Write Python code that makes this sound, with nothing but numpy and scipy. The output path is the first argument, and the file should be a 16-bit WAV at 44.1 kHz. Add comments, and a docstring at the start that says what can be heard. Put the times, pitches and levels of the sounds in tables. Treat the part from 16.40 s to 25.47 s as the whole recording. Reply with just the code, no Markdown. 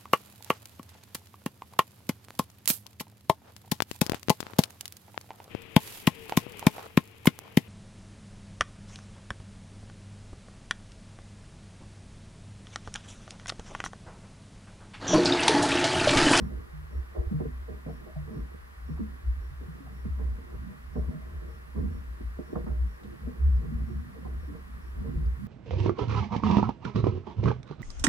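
"""At the dock of a breezy lake, on board a small open motorboat, engine off; two camera ports listen from a closed case.
Filtered noise makes swells boom in one deep resonance, gusts buffet the boat and waves slap and spray the hull.
Decaying sines make the gulping air pockets, waterline gurgles and knocking panels; the knocks rattle with noise too.
Farther off is the even wash of the lake, as shaped noise with the camera's hiss; its circuits whine as thin tones.
Late on, a fitting chirps under the rope and small fittings tick as it is handled."""
import sys
import numpy as np
from scipy import signal
from scipy.fft import rfft, irfft
from scipy.io import wavfile
from scipy.ndimage import uniform_filter1d

SR = 44100
rng = np.random.default_rng(int(sys.argv[2]) if len(sys.argv) > 2 else 0)


def unload_audio(sound):
    """Save the sound as a 16-bit wav file, at the path given as the first command line argument."""
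    columns = np.transpose(np.atleast_2d(sound))
    # keep every value between -1 and 1, then stretch to whole-number steps
    steps = np.round(np.clip(columns, -1, 1) * 32767)
    wavfile.write(sys.argv[1], SR, steps.astype(np.int16))


N = 399987
TIME = np.arange(N) / SR


def undb(db):
    """Decibels to amplitude gain."""
    return 10 ** (np.asarray(db) / 20)


def unit(x):
    """Scale to rms 1."""
    return x / np.sqrt(np.mean(x ** 2))


def curve(rows):
    """A (seconds, value) table joined by straight lines."""
    return np.interp(TIME, *np.transpose(rows))


def walk(rate):
    """Smooth chance with rms 1, drawing a new target about rate times a second."""
    hold = int(SR / rate)
    steps = np.repeat(rng.standard_normal(N // hold + 1), hold)
    return unit(uniform_filter1d(steps, hold)[:N])


def band(x, lo_hz, hi_hz, order=2):
    """Causal band-pass."""
    sos = signal.butter(order, [lo_hz, hi_hz], "band", fs=SR, output="sos")
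    return signal.sosfilt(sos, x)


def resonate(x, hz, width_hz):
    """One resonance, gain 1 at its centre."""
    return signal.lfilter(*signal.iirpeak(hz, hz / width_hz, fs=SR), x)


def coloured(noise, points):
    """Give noise a spectrum drawn through (Hz, dB) points on a log frequency axis, rms 1."""
    hz, db = np.transpose(points)
    bins = np.arange(N // 2 + 1) * SR / N
    gain = undb(np.interp(np.log(bins + 1), np.log(hz), db))
    return unit(irfft(rfft(noise) * gain, N))


def ports(mid, side):
    """Common and opposed parts to the left and right ports."""
    return np.array([mid + side, mid - side])


# What hull and case ring with.
# Each row: pitch in Hz, width in Hz, gain in dB common to both ports, gain in dB opposed between them.
MODES = [(120, 11, -7.5, -13), (151.9, 23.2, -1.5, -22), (207, 54.4, -5, -4), (245.7, 6.4, -4.5, -2),
         (284.7, 14, -9.5, -18), (345.4, 25.5, -4, 2), (405.5, 24, -13, -17.5), (449.7, 9.5, -7, -37),
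         (611.2, 21, -10, -37), (685, 44, -36, -18), (753, 56, -17, -7), (1063, 93, -5, -5.5),
         (1260, 630, -12.5, -15)]


def hull(push, lean=0.7):
    """Two unrelated pushes ring the modes; the dock side, to the right, is a little louder."""
    across = push[1] - lean * push[0]
    mid = sum(undb(db) * resonate(push[0], hz, width) for hz, width, db, _ in MODES)
    side = sum(undb(db) * resonate(across, hz, width) for hz, width, _, db in MODES)
    return ports(mid, side)


# Swells under the boat that set the deep resonance booming.
# Each row: crest in seconds, level in dB, time from crest to 1/e on the falling side in seconds.
SWELLS = [(0.022, -31.5, 0.051), (0.161, -33, 0.059), (0.578, -29, 0.051), (0.796, -25, 0.019),
          (0.877, -28.5, 0.014), (1.028, -37, 0.29), (1.81, -39, 0.1), (2.017, -32, 0.039),
          (2.55, -35.5, 0.054), (2.892, -24, 0.043), (3.21, -38.5, 0.069), (3.706, -30.5, 0.11),
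          (3.878, -29, 0.1), (4.605, -27.5, 0.044), (4.686, -27, 0.02), (5.035, -40, 0.22),
          (5.403, -26, 0.038), (5.468, -29.5, 0.095), (5.695, -36.5, 0.07), (5.861, -31, 0.059),
          (6.2, -34.5, 0.061), (6.323, -27, 0.031), (6.421, -25, 0.078), (6.86, -32.5, 0.042),
          (7.067, -18, 0.064), (7.144, -22, 0.073), (7.357, -24.5, 0.016), (7.419, -29, 0.041),
          (7.574, -32.5, 0.049), (7.972, -34, 0.16), (8.62, -34.1, 0.12), (8.769, -26, 0.014),
          (8.869, -24.5, 0.08)]
SWELL_RISE, SWELL_ROUNDNESS = 0.78, 1.96  # rise time as a share of the fall; 2 = bell-shaped crest
CHOP_DB, CHOP_SPREAD_DB, CHOP_PER_S = -47, 5, 16  # small waves keep it stirring between the swells
BOOM_HZ, BOOM_WIDTH_HZ = 63.5, 10.8  # width of each of two resonances in a row


def heave():
    """Strength of the boom: each swell builds and ebbs in one rounded arch, over restless chop."""
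    power = undb(CHOP_DB + CHOP_SPREAD_DB * walk(CHOP_PER_S)) ** 2
    for crest, db, length in SWELLS:
        away = np.abs(TIME - crest) / np.where(TIME < crest, SWELL_RISE * length, length)
        arch = np.exp(-np.minimum(away, 10) ** SWELL_ROUNDNESS)
        power = power + (undb(db) * arch) ** 2
    return np.sqrt(power)


def boom(rumble_db=-15.0, rumble_follow=0.68, side_db=-13, shudder_db=-23):
    """A narrow resonance throbs and wanders in pitch, with rumble and shudder around it and eddies opposed at the ports."""
    strength = heave()
    ring = rng.standard_normal(N)
    for _ in range(2):
        ring = resonate(ring, BOOM_HZ, BOOM_WIDTH_HZ)
    ring = signal.hilbert(ring)
    # the small power evens out the resonance's own throbbing
    tone = unit(band(np.abs(ring) ** .2 * np.cos(np.angle(ring)), 46, 84))
    # the rumble follows the swells less than fully
    mean = strength.mean()
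    rumble = unit(band(rng.standard_normal(N), 30.7, 48.4)) * mean * (strength / mean) ** rumble_follow
    shudder = unit(band(rng.standard_normal(N), 73, 98.5, order=3))
    eddies = unit(band(rng.standard_normal(N), 49.2, 80.0))
    throbbing = strength * ports(tone + undb(shudder_db) * shudder, undb(side_db) * eddies)
    return throbbing + undb(rumble_db) * rumble


# Wind buffeting the boat, and gurgling water between the slaps.
# Each row: time in seconds, gust level in dB, to which each sound adds its own offset.
GUST = [(0.0, -38), (0.33, -66.5), (1.79, -57), (1.94, -43), (2.17, -63.5), (3.08, -61), (3.28, -52.5),
        (4.05, -50.5), (4.45, -58), (4.8, -53), (5.13, -61), (6.09, -61), (6.19, -44), (6.5, -53),
        (7.2, -45.5), (8.0, -50), (8.45, -55), (8.74, -43), (9.0, -50)]


def buffeting(deep_db=4, light_db=-1.0, light_follow=0.82, flutter_db=3, tumble_db=3, split_hz=250, top_hz=560):
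    """Fluttering pressure shakes the lower modes; a strong gust feeds the deep eddies more than the light ones."""
    gust = curve(GUST)
    shaken = hull(rng.standard_normal((2, N)) * undb(flutter_db * walk(30)))
    deep = unit(band(shaken, 70.4, split_hz, order=3) * undb(tumble_db * walk(11)))
    light = unit(band(shaken, split_hz, top_hz) * undb(tumble_db * walk(17)))
    light_gust = gust.mean() + light_follow * (gust - gust.mean())
    return deep * undb(gust + deep_db) + light * undb(light_gust + light_db)


# The far wash of the lake and the hiss: the part common to both ports.
# Each row: frequency in Hz, relative density in dB per Hz.
WASH_MID = [(100, 5.5), (250, -7), (460, -4), (540, -9.5), (880, -6.5), (1140, 1.5), (1260, -2.5),
            (1970, -5), (2060, -10), (3200, -18), (5300, -20), (6000, -23.5), (8400, -23), (9100, -26.5),
            (10200, -21.5), (15500, -24)]
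# The part opposed between the ports.
# Each row: frequency in Hz, relative density in dB per Hz.
WASH_SIDE = [(100, 4), (230, -3), (370, 1.5), (950, 4.5), (1500, 3.5), (1900, 5), (2100, -0.5), (2600, -7),
             (5000, -15.5), (7000, -21), (9100, -22.5), (10700, -20), (12500, -25)]
WASH_MID_DB, WASH_SIDE_DB = -58.5, -55.5  # rms levels


def lake(shore_share=0.4):
    """Distant wavelets and wind in trees merge to an even wash, dulled by the case; the shore's part trails on the left."""
    near, wide = rng.standard_normal((2, N))
    late = signal.hilbert(near).imag  # a quarter cycle behind at every frequency
    mid = coloured(near, WASH_MID) * undb(WASH_MID_DB)
    side = coloured(wide + shore_share * late, WASH_SIDE) * undb(WASH_SIDE_DB)
    return ports(mid, side)


# The camera's circuits, right at the ports, sing briefly about twice a second.
# Each entry: start in seconds.
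WHINES = [0, .51, 1.49, 1.93, 2.46, 3.011, 3.541, 4.53, 5.08, 5.51, 6.05, 6.481, 7.462, 8.0, 8.42]


def circuits(whine_hz=5570.0, whine_db=-70, length_s=0.091, whistle_hz=10590, waver_hz=70, flicker_db=1,
             whistle_db=-78.0, throb_hz=30, throb_db=2.5):
    """Short electrical whines on the left, over a thin wavering whistle that throbs evenly."""
    on = sum(1. * ((TIME > s) & (TIME < s + length_s)) for s in WHINES)
    gate = uniform_filter1d(on, size=200)  # softened edges
    whine = undb(whine_db) * gate * np.sin(2 * np.pi * whine_hz * TIME)
    throb = throb_db * np.sin(2 * np.pi * throb_hz * TIME)
    level = undb(whistle_db + throb + flicker_db * walk(140))
    phase = 2 * np.pi * np.cumsum(whistle_hz + waver_hz * walk(150)) / SR
    whistle = level * np.sin(phase)
    return np.array([whine + whistle, whistle])


SPLASH_TOP_HZ, SPLASH_TOP_AT_DB, SPLASH_DB_PER_OCTAVE = 674, -34.5, 62.5  # a harder splash reaches higher
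THUMP_DB_PER_OCTAVE = 68  # a wave that is more thump than splash is duller


def splash_top(thump_db, splash_db):
    """Upper edge of a splash in Hz: higher the harder it is, lower the more the thump outweighs it."""
    octaves = (splash_db - SPLASH_TOP_AT_DB) / SPLASH_DB_PER_OCTAVE + (splash_db - thump_db) / THUMP_DB_PER_OCTAVE
    return SPLASH_TOP_HZ * 2 ** octaves


# Waves that hit the hull.
# Each row: start in seconds, rise in seconds, thump in dB and splash in dB, each before its common offset.
SLAPS = [(0, 0.0089, -34.5, -47), (0.091, 0.027, -42.5, -45.5), (0.495, 0.033, -48, -48.5),
         (0.742, 0.019, -43, -38.5), (0.913, 0.012, -34, -45.5), (0.996, 0.0081, -30, -36),
         (1.049, 0.0059, -32, -51), (1.274, 0.014, -40.5, -42), (1.452, 0.014, -33.5, -42.5),
         (1.657, 0.0068, -58, -50), (1.949, 0.014, -32, -50), (2.138, 0.0047, -43.5, -49.5),
         (2.478, 0.016, -36, -49), (2.58, 0.017, -30.5, -48), (3.205, 0.0088, -43, -50.5),
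         (3.647, 0.0055, -37, -59), (3.772, 0.021, -37, -46), (3.976, 0.0037, -44, -50),
         (4.546, 0.018, -31, -38.5), (4.675, 0.013, -32.5, -46.5), (4.995, 0.036, -47, -48),
         (5.34, 0.033, -30.5, -43), (5.803, 0.0021, -40, -64), (5.987, 0.0038, -36.5, -40.5),
         (6.085, 0.0043, -44, -49.5), (6.13, 0.0029, -37, -40.5), (6.156, 0.0026, -28.5, -33),
         (6.258, 0.014, -32, -36.5), (6.625, 0.012, -42.5, -51.5), (6.856, 0.011, -37, -45),
         (7.835, 0.019, -44.5, -43.5), (8.076, 0.015, -46, -54), (8.146, 0.0066, -43, -47),
         (8.633, 0.013, -40.5, -46)]
FALL_AT_RISE_S, FALL_FOLLOWS_RISE = 0.0095, 0.84  # a wave that lands abruptly is also over sooner


def slaps(fall_s=0.026, grain_db=3.5, deep_hz=130, split_hz=310, thump_db=-1, splash_db=3.0,
          drain_db=-20, drain_s=0.13, run_up_db=-14, run_up_s=0.017):
    """Each wave runs up the hull, lands as a quick cluster of little impacts, and drains off."""
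    # fall_s and drain_s hold for a wave that rises in FALL_AT_RISE_S
    count, lead = SR // 2, SR // 20
    t = (np.arange(count) - lead) / SR
    out = np.zeros((2, N + count))
    for s, rise, low_db, high_db in SLAPS:
        before = np.maximum(rise - t, 0)
        hurry = (FALL_AT_RISE_S / max(rise, .001)) ** FALL_FOLLOWS_RISE
        after = np.maximum(t - rise, 0) * hurry
        run_up = undb(run_up_db) * np.exp(-before / run_up_s)
        arrive = np.maximum(np.clip(t / max(rise, .002), 0, 1), run_up)
        force = arrive * (np.exp(-after / fall_s) + undb(drain_db) * np.exp(-after / drain_s))
        # each little impact lasts 90 samples
        grain = np.repeat(rng.standard_normal(count // 90 + 1), 90)[:count]
        impacts = rng.standard_normal((2, count)) * undb(grain_db * grain)
        ring = hull(force * impacts)
        thump = band(ring, deep_hz, split_hz, order=2)
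        top_hz = max(splash_top(low_db, high_db), split_hz + 80)
        splash = band(ring, split_hz, top_hz, order=3)
        start = max(int(s * SR), 0)
        for part, db in ((thump, low_db + thump_db), (splash, high_db + splash_db)):
            loudest = np.sqrt(uniform_filter1d(np.mean(part ** 2, axis=0), size=600).max())
            out[:, start:start + count] += part * undb(db) / loudest
    return out[:, lead:lead + N]


def bubbles(rows, swell_s, glide, glide_s=0.005, right_lag=1.59):
    """Air pockets (s, Hz, dB, t60 s) swell, ring and settle in pitch as they open; the right port lags in radians."""
    count = SR // 2
    t = np.arange(count) / SR
    out = np.zeros((2, N + count))
    for s, hz, db, t60 in rows:
        phase = 2 * np.pi * np.cumsum(hz * (1 + glide * np.exp(-t / glide_s))) / SR
        shape = (1 - np.exp(-t / swell_s)) ** 2 * np.exp(-np.log(1000) * t / t60)
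        start = int(s * SR)
        ring = np.sin([phase, phase - right_lag])
        out[:, start:start + count] += undb(db) * shape / shape.max() * ring
    return out[:, :N]


# Air pockets trapped under the hull.
# Each row: start in seconds, settled pitch in Hz, peak level in dB, 60 dB decay time in seconds.
GULPS = [(.002, 195, -38.5, 0.21), (.33, 150.8, -39.5, 0.87), (.91, 199, -25, 0.13), (.94, 152, -23, 0.28),
         (1.005, 362, -32, 0.092), (1.05, 440, -33.5, 0.081), (1.76, 147.7, -30, 0.43),
         (1.905, 212, -36.5, 0.18), (2.5, 156, -29.5, 0.21), (2.592, 311, -42, 0.12),
         (2.606, 213, -28, 0.19), (3.108, 133, -40.5, 0.2), (3.28, 160.4, -36, 0.19), (3.4, 274, -44, 0.21),
         (3.653, 206, -28.5, 0.061), (4.282, 193, -41, 0.25), (4.575, 173, -30.5, 0.15),
         (4.745, 158, -33, 0.21), (5.44, 198, -27.5, 0.1), (5.988, 246, -30.5, 0.042),
         (6.128, 332, -27, 0.024), (6.24, 165, -31, 0.044), (6.87, 245, -33, 0.18),
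         (7.275, 149.4, -33, 0.3), (7.315, 230.5, -32.5, 0.23), (7.47, 226, -39, 0.33),
         (7.495, 352, -40.5, 0.16), (8.075, 291, -41, 0.29), (8.735, 351, -42, 0.19),
         (8.771, 150, -28.5, 0.21), (8.99, 194, -37.5, 0.27)]


def gulps():
    """Large pockets of air trapped under the hull ring as they settle down in pitch."""
    return bubbles(GULPS, swell_s=0.0041, glide=0.062)


def lapping(count=150, low_hz=140, high_hz=640, gain_db=3, scatter_db=3, octave_db=-4, cycles=24):
    """Small gurgles along the waterline, rising in pitch; they are louder in the gusts."""
    when, size = rng.random((count, 2)).T
    s = when * (N - 1) / SR
    hz = low_hz * (high_hz / low_hz) ** size
    db = np.interp(s, *np.transpose(GUST)) + gain_db
    db = db + octave_db * np.log2(hz / low_hz) + scatter_db * rng.standard_normal(count)
    return bubbles(zip(s, hz, db, cycles / hz), swell_s=0.0014, glide=-0.062, right_lag=4.46)


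# How far the right port trails the left for a ringing panel.
# Each row: pitch in Hz, lag in radians.
PANEL_LAG = [(450, 0.41), (624, 0.28), (735, 2.4), (1060, 1.6)]
# Hollow knocks of the hull panels.
# Each row: start in seconds, pitch in Hz, level in dB before the common gain, 60 dB decay time in seconds.
KNOCKS = [(1.0, 715, -49, 0.1), (1.48, 452, -38.5, 0.1), (1.482, 700, -45.5, 0.11),
          (1.662, 626, -47.5, 0.22), (1.753, 760, -51, 0.064), (1.759, 640, -47, 0.091),
          (3.459, 740, -49, 0.092), (3.795, 435, -45, 0.12), (4.555, 427, -38.5, 0.15),
          (4.575, 613, -47, 0.22), (4.712, 621, -52.5, 0.27), (4.808, 638, -56.5, 0.3),
          (5.365, 423, -40.5, 0.147), (6.158, 484, -39, 0.17), (6.157, 624, -45, 0.12),
          (7.748, 460, -48, 0.14), (7.848, 1042, -48, 0.083), (7.853, 760, -48, 0.11)]


def knocks(contact_s=0.021, rattle_db=-2, rattle_width_hz=170, gain_db=-4.0):
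    """A soft blow sets one hull panel ringing and rattling; the ring's lag between the ports follows its pitch."""
    count = SR // 2
    t = np.arange(count) / SR
    out = np.zeros((2, N + count))
    for s, hz, db, t60 in KNOCKS:
        shape = (1 - np.exp(-t / contact_s)) * np.exp(-np.log(1000) * t / t60)
        phase = 2 * np.pi * hz * t
        lag = np.interp(hz, *np.transpose(PANEL_LAG))
        ring = np.sin([phase, phase - lag])
        rattle = rng.standard_normal((2, count))
        for _ in range(2):
            rattle = resonate(rattle, hz, rattle_width_hz)
        blow = ring + undb(rattle_db) * unit(rattle)
        start = int(s * SR)
        out[:, start:start + count] += undb(db + gain_db) * shape / shape.max() * blow
    return out[:, :N]


# The sharpest waves throw spray against the hull.
# Each row: start in seconds, level in dB before the case dulls it, fall in seconds.
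SPRAYS = [(2.573, -55, 0.013), (3.785, -55, .04), (4.552, -52, 0.014), (6.152, -42, .013),
          (6.262, -49.5, .03)]


def sprays(low_hz=600, high_hz=1300, case_hz=1950, attack_s=0.0035):
    """A short, soft crack of water on the hull, as a noise burst dulled by the case."""
    out = np.zeros((2, N))
    for s, db, fall_s in SPRAYS:
        t = np.maximum(TIME - s, 0)
        shape = (1 - np.exp(-t / attack_s)) * np.exp(-t / fall_s)
        water = unit(band(rng.standard_normal((2, N)), low_hz, high_hz))
        out += undb(db) * shape / shape.max() * water
    return band(out, low_hz, case_hz, order=4)


# A fitting on board chirps under the rope.
# Each row: start in seconds, level in dB before roughness and envelope.
SQUEAKS = [(6.025, -73), (7.15, -67)]


def squeaks(hz=4950, fall=0.2, settle_s=0.0069, swell_s=0.002, fade_s=0.026, rough_db=4):
    """Tiny, scratchy chirps that drop in pitch and ring off, alike at both ports."""
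    out = np.zeros(N)
    for s, db in SQUEAKS:
        t = np.maximum(TIME - s, 0)
        phase = 2 * np.pi * np.cumsum(hz * (1 + fall * np.exp(-t / settle_s))) / SR
        shape = (1 - np.exp(-t / swell_s)) * np.exp(-t / fade_s)
        out += undb(db + rough_db * walk(270)) * shape * np.sin(phase)
    return np.array([out, out])


# Small fittings on board tick as the rope is handled.
# Each row: start in seconds, pitch in Hz, peak level in dB.
TICKS = [(6.635, 3600, -55), (8.857, 4700, -55)]


def ticks(fall_s=0.011, width_hz=900):
    """Tiny metallic ticks, barely passing the case: decaying noise rings one resonance."""
    count = SR // 10
    out = np.zeros((2, N))
    for s, hz, db in TICKS:
        strike = rng.standard_normal((2, count)) * np.exp(-np.arange(count) / SR / fall_s)
        tick = resonate(strike, hz, width_hz)
        start = int(s * SR)
        out[:, start:start + count] += undb(db) * tick / np.abs(tick).max()
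    return out


def scene():
    """Everything that reaches the two ports."""
    wind_and_swell = boom() + buffeting()
    background = lake() + circuits()
    water = slaps() + gulps() + lapping() + sprays()
    fittings = knocks() + squeaks() + ticks()
    return wind_and_swell + background + water + fittings


TOP_HZ = 15720


def record(dry):
    """The recorder cuts the top with a steep low-pass that adds no delay."""
    lowpass = signal.firwin(511, TOP_HZ, window="blackman", fs=SR)
    return signal.fftconvolve(dry, lowpass[None], "same", axes=1)


dry = scene()
out = record(dry)
unload_audio(out)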